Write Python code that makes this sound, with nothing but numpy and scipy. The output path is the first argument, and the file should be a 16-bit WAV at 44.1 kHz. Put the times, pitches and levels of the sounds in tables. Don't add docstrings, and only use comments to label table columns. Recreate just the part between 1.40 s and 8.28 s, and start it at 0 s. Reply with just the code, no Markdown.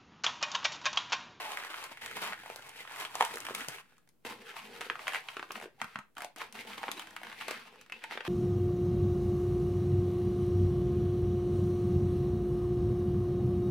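import sys
import numpy as np
from scipy import signal
from scipy.fft import rfft, irfft
from scipy.io import wavfile
from scipy.ndimage import uniform_filter1d

SR = 44100
rng = np.random.default_rng(int(sys.argv[2]) if len(sys.argv) > 2 else 0)


def invert_db(level):
    return 10 ** (np.asarray(level, dtype=float) / 20)


def to_wav(sig):
    pcm = np.clip(np.atleast_2d(sig), -1, 1) * 32767
    pcm = np.round(pcm).astype(np.int16)
    wavfile.write(sys.argv[1], SR, pcm.T)


N = 303408

# frequency_hz, density_db
AIR = [(18, -39.5), (30, -31.5), (43, -38), (118, -14), (134, 4.5), (1280, -17), (1670, -31),
       (16000, -23.5)]
AIR_DB = -74
# frequency_hz, t60_s
ROOM_T60 = [(250, 0.2), (4000, 0.24), (11000, 0.16)]
ROOM_DB = -8
# frequency_hz, likeness (0 to 1)
LIKENESS = [(100, 1), (1500, 0.8), (4000, 0.38), (12000, 0.029)]
# time_s, delay_samples
RIGHT_LATE = [
    (2.4, 4),
    (2.7, 0),
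]

# start_s, level_db, pitch_hz
THUMPS = [(0.514, -52, 320), (4.846, -54, 282), (4.768, -54, 290), (4.79, -55, 290), (4.82, -55, 290),
          (4.962, -54, 290), (1.805, -53, 488), (1.819, -49, 503), (2.107, -41, 393), (2.212, -46, 280),
          (2.281, -49.5, 156), (2.851, -42.5, 326), (3.406, -44, 450), (3.465, -42.5, 470),
          (3.506, -39.5, 437), (3.967, -41.5, 400), (3.994, -42.5, 378), (4.027, -47, 380),
          (4.103, -45.5, 370), (4.237, -43.5, 393), (4.419, -48, 221), (4.442, -48, 200), (4.556, -45, 192),
          (4.586, -48.5, 188), (5.488, -39, 354), (6.081, -48, 475), (6.109, -47, 356), (6.519, -53, 337),
          (6.754, -41, 432), (6.7745, -38, 463), (6.806, -41, 480)]
# start_s, level_db, pitch_hz, t60_s
RINGS = [(.048, -42, 870, .3), (1.65, -46, 3300, .1), (3.176, -46, 1000, .1), (3.68, -42, 780, .2),
         (3.735, -41, 760, .2), (4.38, -52, 800, .2), (4.79, -50, 720, .25), (4.846, -50, 720, .22),
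         (4.846, -54, 1480, .12), (5.571, -47, 3900, .1), (6.522, -38, 2600, .1), (6.64, -39, 900, .06)]

# peak_s, level_db, swell_s (per 10 dB), pocket_hz
NOSE_ROLLS = [(0.074, -42, 0.11, 855), (.17, -48, 0.18, 1060), (.25, -46.5, 0.06, 1550),
              (.418, -42.5, 0.19, 1120), (0.52, -37, 0.01, 780), (.66, -45.5, 0.3, 1900),
              (.81, -47, 0.05, 1000), (.85, -35, 0.06, 1000), (1.05, -56.5, 1, 1570),
              (1.12, -48, -0.07, 840), (1.27, -53.5, .1, 800), (1.405, -47.5, 0.05, 2020),
              (1.491, -49, 0.18, 1630), (1.61, -39.5, .08, 1005), (1.8, -38, 0.0541, 890),
              (2.159, -45, 0.2268, 1120), (2.215, -42, 0.04, 1510), (2.36, -46, 0.02, 2170),
              (2.5, -50, 0.1, 1500)]
LINK_ROLLS = [(2.91, -45, 0.04, 1003), (3.05, -55, .02, 520), (3.09, -46.5, 0.036, 1450),
              (3.32, -49.5, 0.2, 520), (3.6, -49, 0.075, 600), (3.685, -40.5, .03, 803),
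              (3.745, -37.5, 0.047, 1800), (3.9, -50.5, .15, 950), (4.157, -48, 0.064, 1200),
              (4.23, -48.5, 0.031, 770), (4.41, -55, 0.056, 780), (4.48, -54.5, 0.085, 1300),
              (5.017, -43, 0.034, 1100)]
FOLD_ROLLS = [(5.21, -45.5, .04, 2000), (5.33, -47, 0.06, 1210), (5.46, -47, .08, 900),
              (5.595, -50, 0.14, 740), (5.9, -49, 0.12, 930), (6.018, -42.5, 0.064, 1990),
              (6.169, -48.5, .06, 1800), (6.28, -54.5, 0.043, 900), (6.411, -60, .06, 2400),
              (6.64, -54, .05, 1486), (6.735, -44, 0.032, 1870), (6.872, -37.5, 0.014, 2440)]
# start_s, level_db, fade_s (per 10 dB), pocket_hz
GRABS = [(0, -39.5, 0.21, 900), (1.84, -43, 0.2, 900), (2.055, -43.5, 0, 1616), (2.285, -48, -0.1, 1500),
         (2.85, -42, 0.1, 600), (3.406, -47, 0.09, 1370), (4.769, -49.5, 0.92, 740),
         (6.084, -41, 0.09, 1200), (6.525, -53, 0.16, 2600), (.615, -46, .1, 1700), (.766, -44, .08, 800),
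         (1.367, -49, .1, 2600), (3.061, -51, .06, 1300), (3.166, -42.5, .07, 980), (5.152, -48, .1, 900),
         (5.272, -44.5, .05, 450), (5.378, -44, .04, 870), (5.571, -47, .06, 800), (6.71, -46, .1, 620),
         (6.851, -46, .1, 1050)]
FADE_PER_SWELL = 0.86
GRAB_S, RESTING_DB = 0.0059, -82
# start_s, length_s, loss_db
PAUSES = [
    (0.451, 0.16, 7.5),
    (1.416, 0.06, 4.5),
    (2.41, .439, 17.5),
    (4.26, 0.13, 9),
    (4.594, 0.17, 6),
    (4.855, .11, 31),
    (5.066, 0.077, 11),
    (5.21, .06, 4),
]
LIFT_S = 0.029
# time_s, bass_db (at a medium stroke)
SLACK = [(0, -25), (.3, -42), (.7, -7), (.92, -5), (1, -14), (1.5, -18.5), (2.05, -6.5), (2.7, -26),
         (2.9, -2), (3.15, -17.5), (3.3, -4), (3.7, -24.5), (4.2, -3.5), (4.6, -26), (5.2, -7),
         (5.75, -8.5), (6.4, -13), (6.88, -16)]
MEDIUM_DB, GRIP_DAMPS = -46, 0.6
# time_s, treble_db
NEAR = [
    (0, -9.5),
    (2.7, -6),
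    (3, -10),
    (4.2, -7.5),
    (4.6, -10.5),
    (5.5, -9),
    (6.88, -14.5),
]
# frequency_hz, gain_db (per Hz)
SKIN = [(260, -39.5), (450, -61), (911, 10), (1240, -10), (1620, 5), (2600, 8.5), (5000, -9), (6500, -50),
        (11000, -120)]

# start_s, ring_db, pocket_hz, crack_db (re ring)
NOSE_TWIST = [(0.0185, -50, 1010, 0), (0.1187, -34, 1170, 3), (0.1724, -28.5, 1680, -3),
              (0.2247, -36, 1720, -24), (0.2487, -33, 1035, -2), (0.342, -29, 1450, -20),
              (0.4402, -37.5, 1610, 8), (0.5722, -37, 2220, -8), (0.661, -31.5, 1700, 2),
              (0.768, -36, 770, 6), (0.8194, -34.5, 460, 6), (0.9237, -30, 1670, -20),
              (0.9319, -29.5, 1730, -8), (1.0601, -37, 810, -3), (1.0998, -31.5, 664, -8),
              (1.1599, -41, 553, 10), (1.2232, -40.5, 2870, -1), (1.2928, -44.5, 760, 7)]
EAR_TWIST = [(1.4749, -32.5, 1655, -19), (1.5605, -35.5, 1710, 0), (1.6011, -35, 2720, 4),
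             (1.6073, -36.5, 1690, 6), (1.6502, -24, 2970, -11.5), (1.754, -30, 853, 4.5),
             (1.8009, -42, 844, -13), (1.8081, -11.5, 873, -11), (1.8241, -18, 843, -6),
             (1.8498, -27.5, 2970, 4), (1.9107, -37, 1760, -11), (1.9401, -38.5, 428, 7),
             (1.9573, -37.5, 447, 9.5), (1.971, -31, 1700, -2), (1.9825, -37.5, 1200, 6.5),
             (2.0039, -42, 840, 12.5), (2.0516, -31, 2770, -0.5), (2.0668, -29, 2750, -4),
             (2.0967, -30, 810, -25), (2.108, -36, 566, -5), (2.1494, -27.5, 2210, 6.5),
             (2.2848, -32.5, 557, 11.5), (2.5811, -60.5, 1160, 10.5), (2.6904, -61, 1920, 11)]
NECK_TWISTS = [(2.8499, -36, 1100, -26), (3.4093, -30, 2680, -4), (3.414, -29, 1370, -3),
               (3.4467, -39, 1220, -6), (3.466, -39, 1410, -7.5), (3.4991, -22, 1447, -21),
               (3.5551, -33.5, 1265, -15.5), (3.5925, -31.5, 1680, -20), (3.6694, -25, 3150, -24),
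               (3.6801, -22, 1670, -7), (3.721, -31, 1700, -14.5), (3.734, -26.5, 1690, -8),
               (3.746, -22.5, 2584, -10), (3.7564, -24.5, 1780, -17), (3.8858, -26.5, 2593, -17.5),
               (3.9681, -28, 1343, -12), (3.9949, -28.5, 1270, -18), (4.0274, -28.5, 1204, -18),
               (4.1063, -30, 1154, -24), (4.1193, -44.5, 1130, 16), (4.1555, -29, 1140, -26),
               (4.1997, -39, 770, -4), (4.2567, -38, 395, -12.5)]
LINK_TWISTS = [(4.4017, -41.5, 1830, -17), (4.4155, -21, 1425, -8), (4.4433, -34, 1330, -5),
               (4.557, -27, 1290, -22), (4.5888, -33, 1287, -8), (4.7524, -61, 2090, 6),
               (4.7684, -34.5, 1395, -12), (4.782, -33.5, 1350, -1), (4.8059, -35.5, 1386, -3),
               (4.82, -33.5, 1420, 2.5), (4.8343, -37.5, 1390, -4), (4.8461, -34.5, 723, 4),
               (4.9613, -38.5, 1356, 3), (4.984, -45, 1400, 8), (5.005, -34, 1700, -41),
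               (5.1255, -44, 2940, 9), (5.3181, -38, 2850, -11), (5.3332, -34, 2960, -14),
               (5.4311, -29, 926, -12), (5.4373, -27.5, 875, -26), (5.4815, -27.5, 913, -24),
               (5.489, -29, 996, -16), (5.5156, -24.5, 3440, 1.5), (5.595, -30.5, 3170, -1.5),]
FOLD = [ (5.6717, -39, 1810, -3), (5.7074, -42, 1760, -2), (5.7642, -30, 1920, -4.5),
        (5.833, -33, 1900, -7.5), (5.869, -35, 1930, -12), (5.916, -35.5, 1830, -19),
        (5.9274, -35.5, 1840, -10), (6.0114, -30, 1440, -10), (6.0205, -32, 1460, -12),
        (6.0823, -27.5, 636, -1.5), (6.1101, -28, 660, 1), (6.3262, -50.5, 394, -3),
        (6.4124, -46.5, 1490, 7), (6.4625, -51, 1310, 0), (6.4982, -40.5, 2450, -8),
        (6.522, -29, 2515, -10), (6.622, -47, 2800, -18), (6.6389, -30, 2050, -4), (6.71, -35.5, 1850, -13),
        (6.721, -32, 1470, -28.5), (6.7744, -27, 1515, -28), (6.8059, -28, 1686, -52),
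        (6.8645, -33.5, 920, -15)]
# start_s, ring_db, pocket_hz, crack_db (re ring)
MORE_SLIPS = [(.132, -35, 900, -12), (.186, -38, 1200, -8), (.199, -37, 1500, -8), (.236, -34, 1700, -8),
              (.27, -35, 1500, -8), (.335, -37, 1200, -12), (.528, -39, 2200, -8), (.617, -36, 1640, -8),
              (.638, -36, 1600, -8), (.678, -37, 2000, -8), (.712, -32, 1570, -6), (.838, -30, 1100, -2),
              (.843, -31, 900, -4), (.849, -31, 2100, -4), (.876, -33, 1300, -4), (.941, -36, 1900, -10),
              (1.035, -40, 872, -6), (1.193, -44, 805, 0), (1.451, -42, 1180, -10), (1.495, -40, 1800, -10),
              (1.511, -38, 900, -14), (1.744, -38, 1600, -10), (2.086, -33, 900, -8), (2.207, -31, 1990, -4),
              (2.215, -32, 1500, -6), (2.245, -37, 1800, -14), (2.384, -38, 2100, -14), (2.523, -57, 800, -4),
              (2.568, -58, 1780, -4)]
LATER_SLIPS = [(2.675, -59, 1900, 2), (3.141, -43, 912, -10), (3.363, -46, 1920, -6),
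               (3.692, -30, 2400, -10), (3.766, -29, 2200, -12), (3.944, -42, 1500, -8),
               (4.178, -40, 700, -6), (4.213, -38, 750, -6), (4.226, -39, 700, -6), (4.241, -39, 720, -4),
               (4.545, -48, 2000, -4), (5.017, -33, 1100, -14), (5.25, -44, 450, -6), (5.382, -38, 869, -6),
               (5.62, -38, 1900, 0), (5.816, -43, 719, -6), (5.899, -39, 1740, -10), (6.141, -35, 2520, -8),
               (6.274, -48, 1840, -6), (6.358, -51, 861, -4), (6.592, -49, 2330, -6),
               (6.754, -37, 2500, -14), (6.851, -36, 1070, -8), (6.876, -33, 2500, -8)]
SLIPS = NOSE_TWIST + EAR_TWIST + NECK_TWISTS + LINK_TWISTS + FOLD + MORE_SLIPS + LATER_SLIPS
WALL_HZ = (750, 1400, 2500)
WALL_DB_PER_OCTAVE = 2.0


def at_hz(points, hz):
    table_hz, values = np.array(points).T
    return np.interp(np.log(hz), np.log(table_hz), values)


def at_time(points):
    return np.interp(np.arange(N) / SR, *np.transpose(points))


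def rms_one(x):
    return x / np.sqrt(np.mean(x ** 2) + 1e-20)


def band(x, low_hz, high_hz):
    edges = [low_hz, min(high_hz, 0.45 * SR)]
    return signal.sosfilt(signal.butter(2, edges, "band", fs=SR, output="sos"), x)


def high_pass(order, hz):
    return signal.butter(order, hz, "high", fs=SR, output="sos")


def ring(clicks, hz, cycles):
    r = invert_db(-60 * hz / cycles / SR)
    w = 2 * np.pi * hz / SR
    return signal.lfilter([0, np.sin(w)], [1, -2 * r * np.cos(w), r * r], clicks + 1e-18)


def spread(mid, side, hz):
    alike = np.clip(at_hz(LIKENESS, hz), 0, 1)
    return (np.sqrt(1 + alike) * mid + np.sqrt(1 - alike) * side * [[1], [-1]]) / np.sqrt(2)


def drift(rate):
    steps = rng.standard_normal(800)
    return np.interp(np.arange(N) / SR * rate, np.arange(len(steps)), steps)


def room_tone():
    hz = np.maximum(np.fft.rfftfreq(N, 1 / SR), 1)
    white = rng.standard_normal((2, N)) + 0.31 * rng.standard_normal(N)
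    return invert_db(AIR_DB) * rms_one(irfft(rfft(white) * invert_db(at_hz(AIR, hz)), N))


def walls():
    t = np.arange(SR // 2) / SR
    answer = 0
    for hz in 125 * 2.0 ** np.arange(8):
        mid, side = band(rng.standard_normal((2, len(t))), hz / np.sqrt(2), hz * np.sqrt(2))
        answer = answer + spread(mid, side, 2.7 * hz) * invert_db(-60 * t / at_hz(ROOM_T60, hz))
    answer = answer * np.clip((t - 0.003) / 0.0013, 0, 1)
    return answer / np.sqrt(np.sum(answer ** 2) / 2)


def room(x):
    place = np.arange(N) / SR * 5 % 4
    mono = x.mean(axis=0)[None]
    echo = 0
    for k in range(4):
        distance = np.abs((place - k + 2) % 4 - 2)
        share = np.cos(np.pi / 2 * np.clip(distance, 0, 1))
        echo = echo + signal.oaconvolve(mono * share, walls(), axes=1)[:, :N]
    return echo


def thumps():
    out, t = np.zeros(N), np.arange(2500) / SR
    for s, level_db, hz in THUMPS:
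        envelope = np.exp(-t * hz / 1.17) * (1 - np.exp(-t / 0.00093))
        out[round(s * SR):][:len(t)] += invert_db(level_db + 8) * np.sin(2 * np.pi * hz * t) * envelope
    return out


def rings():
    out, t = np.zeros(N), np.arange(8000) / SR
    for s, level_db, hz, t60 in RINGS:
        waver = 1 + 0.7 * np.interp(t * 150, np.arange(40), rng.standard_normal(40))
        envelope = invert_db(level_db - 60 * t / t60) * (1 - np.exp(-t / 0.002))
        out[round(s * SR):][:len(t)] += envelope * waver * np.sin(2 * np.pi * hz * t)
    return out


def lifted_db(t):
    loss = 0
    for s, length, loss_db in PAUSES:
        loss = loss + loss_db * np.clip((t - s) / LIFT_S, 0, 1) * (t < s + length)
    return loss


def strokes():
    t = np.arange(0, N, 32) / SR
    rolls = [(s, db, w, w * FADE_PER_SWELL, hz) for s, db, w, hz in NOSE_ROLLS + LINK_ROLLS + FOLD_ROLLS]
    grabs = [(s, db, GRAB_S, w, hz) for s, db, w, hz in GRABS]
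    s, db, swell, fade, hz = np.transpose(rolls + grabs)[:, :, None]
    each_db = db - 10 * np.maximum((s - t) / np.abs(swell), (t - s) / np.abs(fade))
    power = np.sum(invert_db(each_db) ** 2, axis=0) + invert_db(RESTING_DB) ** 2
    level_db = 10 * np.log10(power) - lifted_db(t)
    pocket_hz = uniform_filter1d(hz[np.argmax(each_db, axis=0), 0], size=12)
    return np.interp(np.arange(N) / SR, t, level_db), np.repeat(pocket_hz, 32)[:N]


def grains(per_s, spread_db):
    sizes = invert_db(spread_db * np.minimum(rng.exponential(1, N), 4)) * rng.choice([-1, 1], N)
    return sizes * (rng.random(N) < per_s / SR)


def chatter():
    turns = np.cumsum(80 * invert_db(3.5 * drift(rate=27)) / SR)
    lets_go = np.diff(np.floor(turns), prepend=0) * invert_db(3 * drift(rate=90))
    return 0.5 + 0.25 * signal.lfilter([1], [1, -np.exp(-1 / (0.0054 * SR))], lets_go)


def moving_pocket(rain, hz, width_hz):
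    turn = np.exp(2j * np.pi * np.cumsum(hz) / SR)
    r = np.exp(-np.pi * width_hz / SR)
    smooth = signal.lfilter([1], [1, -r], rain / turn)
    smooth = signal.lfilter([1], [1, -r], smooth)
    return np.real(turn * smooth)


def rubbing():
    level_db, pocket_hz = strokes()
    treble_db = at_time(NEAR)
    bass_db = np.minimum(at_time(SLACK) - GRIP_DAMPS * (level_db - MEDIUM_DB), 3)
    rain = chatter() * np.array([grains(4500, spread_db=2.8) for side in range(2)])

    dealt = rng.integers(0, 15, N)
    wall = 0
    for k, hz in enumerate(np.geomspace(430, 5200, 15)):
        patch = ring(rain * ((dealt == k) + 0.3), hz, cycles=12)
        wall = wall + invert_db(at_hz(SKIN, hz) + 1.5 * drift(rate=40)) * hz * spread(*patch, hz)
    pocket = rms_one(spread(*moving_pocket(rain, pocket_hz, width_hz=750), 800))
    wall = band(rms_one(wall) + 0.42 * pocket, 330, 9000)

    bass = 0
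    for hz in (190, 270, 370):
        bass = bass + invert_db(3 * drift(rate=14)) * spread(*band(rain, hz, hz * 1.45), hz)
    hiss = spread(*band(rain, 4600, 10000), 7000)
    hiss = hiss + 0.67 * spread(*band(rain[::-1], 8000, 14200), 14000)

    sway_db = 0.61 * level_db + 0.32 * bass_db + 0.5 * treble_db - 30
    sway = invert_db(sway_db) * rms_one(spread(*band(rain, 80, 190), 124))
    rub = wall + invert_db(bass_db) * rms_one(bass) + invert_db(treble_db) * rms_one(hiss)
    return sway + invert_db(level_db + 2.2 * drift(rate=52) - 2.3) * rub


def slips():
    pocket, wall, crack = np.zeros(N), np.zeros((3, 2, N)), np.zeros((2, N))
    t = np.arange(2000) / SR
    crack_shape = np.exp(-t / 0.00029) + 0.3 * np.exp(-t / 0.0051)
    for s, ring_db, hz, crack_db in SLIPS:
        noise = rng.standard_normal((4, len(t)))
        i = round(s * SR)
        n = min(len(t), N - i)
        waver = uniform_filter1d(noise[3], size=50)
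        swing = np.exp(-(t * hz / 1.77) ** 2) + 1.88 * waver * np.exp(-t / 0.0083)
        note = np.sin(2 * np.pi * hz * t) * swing * (1 - np.exp(-t / 0.00026))
        pocket[i:i + n] += invert_db(ring_db) * note[:n]
        octaves_off = np.abs(np.log2(hz / np.array(WALL_HZ)))
        wall_gain = invert_db(ring_db + 4.3 - WALL_DB_PER_OCTAVE * octaves_off)[:, None, None]
        wall[..., i:i + n] += wall_gain * (noise[:2] * np.exp(-t / 0.0029))[:, :n]
        crack[:, i:i + n] += invert_db(ring_db + crack_db - 0.4) * (noise[2:] * crack_shape)[:, :n]
    out = band(pocket, 330, 9000)
    for patch, hz, sign in zip(wall, WALL_HZ, (1, -1, 1)):
        out = out + sign * spread(*band(patch, hz / 1.36, hz * 1.36), hz)
    return out + spread(*band(crack, 2400, 11600), 8000)


def scene():
    balloon = thumps() + rings() + rubbing() + slips()
    late = at_time(RIGHT_LATE)
    balloon[1] = np.interp(np.arange(N) - late, np.arange(N), balloon[1])
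    return room_tone() + invert_db(ROOM_DB) * room(balloon) + balloon


def roll_off(x):
    return signal.sosfilt(signal.butter(12, 16700, fs=SR, output="sos"), x)


def record(dry):
    treble = signal.sosfilt(high_pass(1, 9000), dry)
    x = dry + treble * [[0.25], [-0.15]]
    x = signal.sosfilt(high_pass(3, 95), x)
    x = x + invert_db(-82.5) * rms_one(band(rng.standard_normal((2, N)), 23, 70.7))
    x = x - 0.93 * signal.sosfiltfilt(high_pass(12, 16050), x)
    x = x - 0.00027
    return roll_off(x)


dry = scene()
out = record(dry)
to_wav(out)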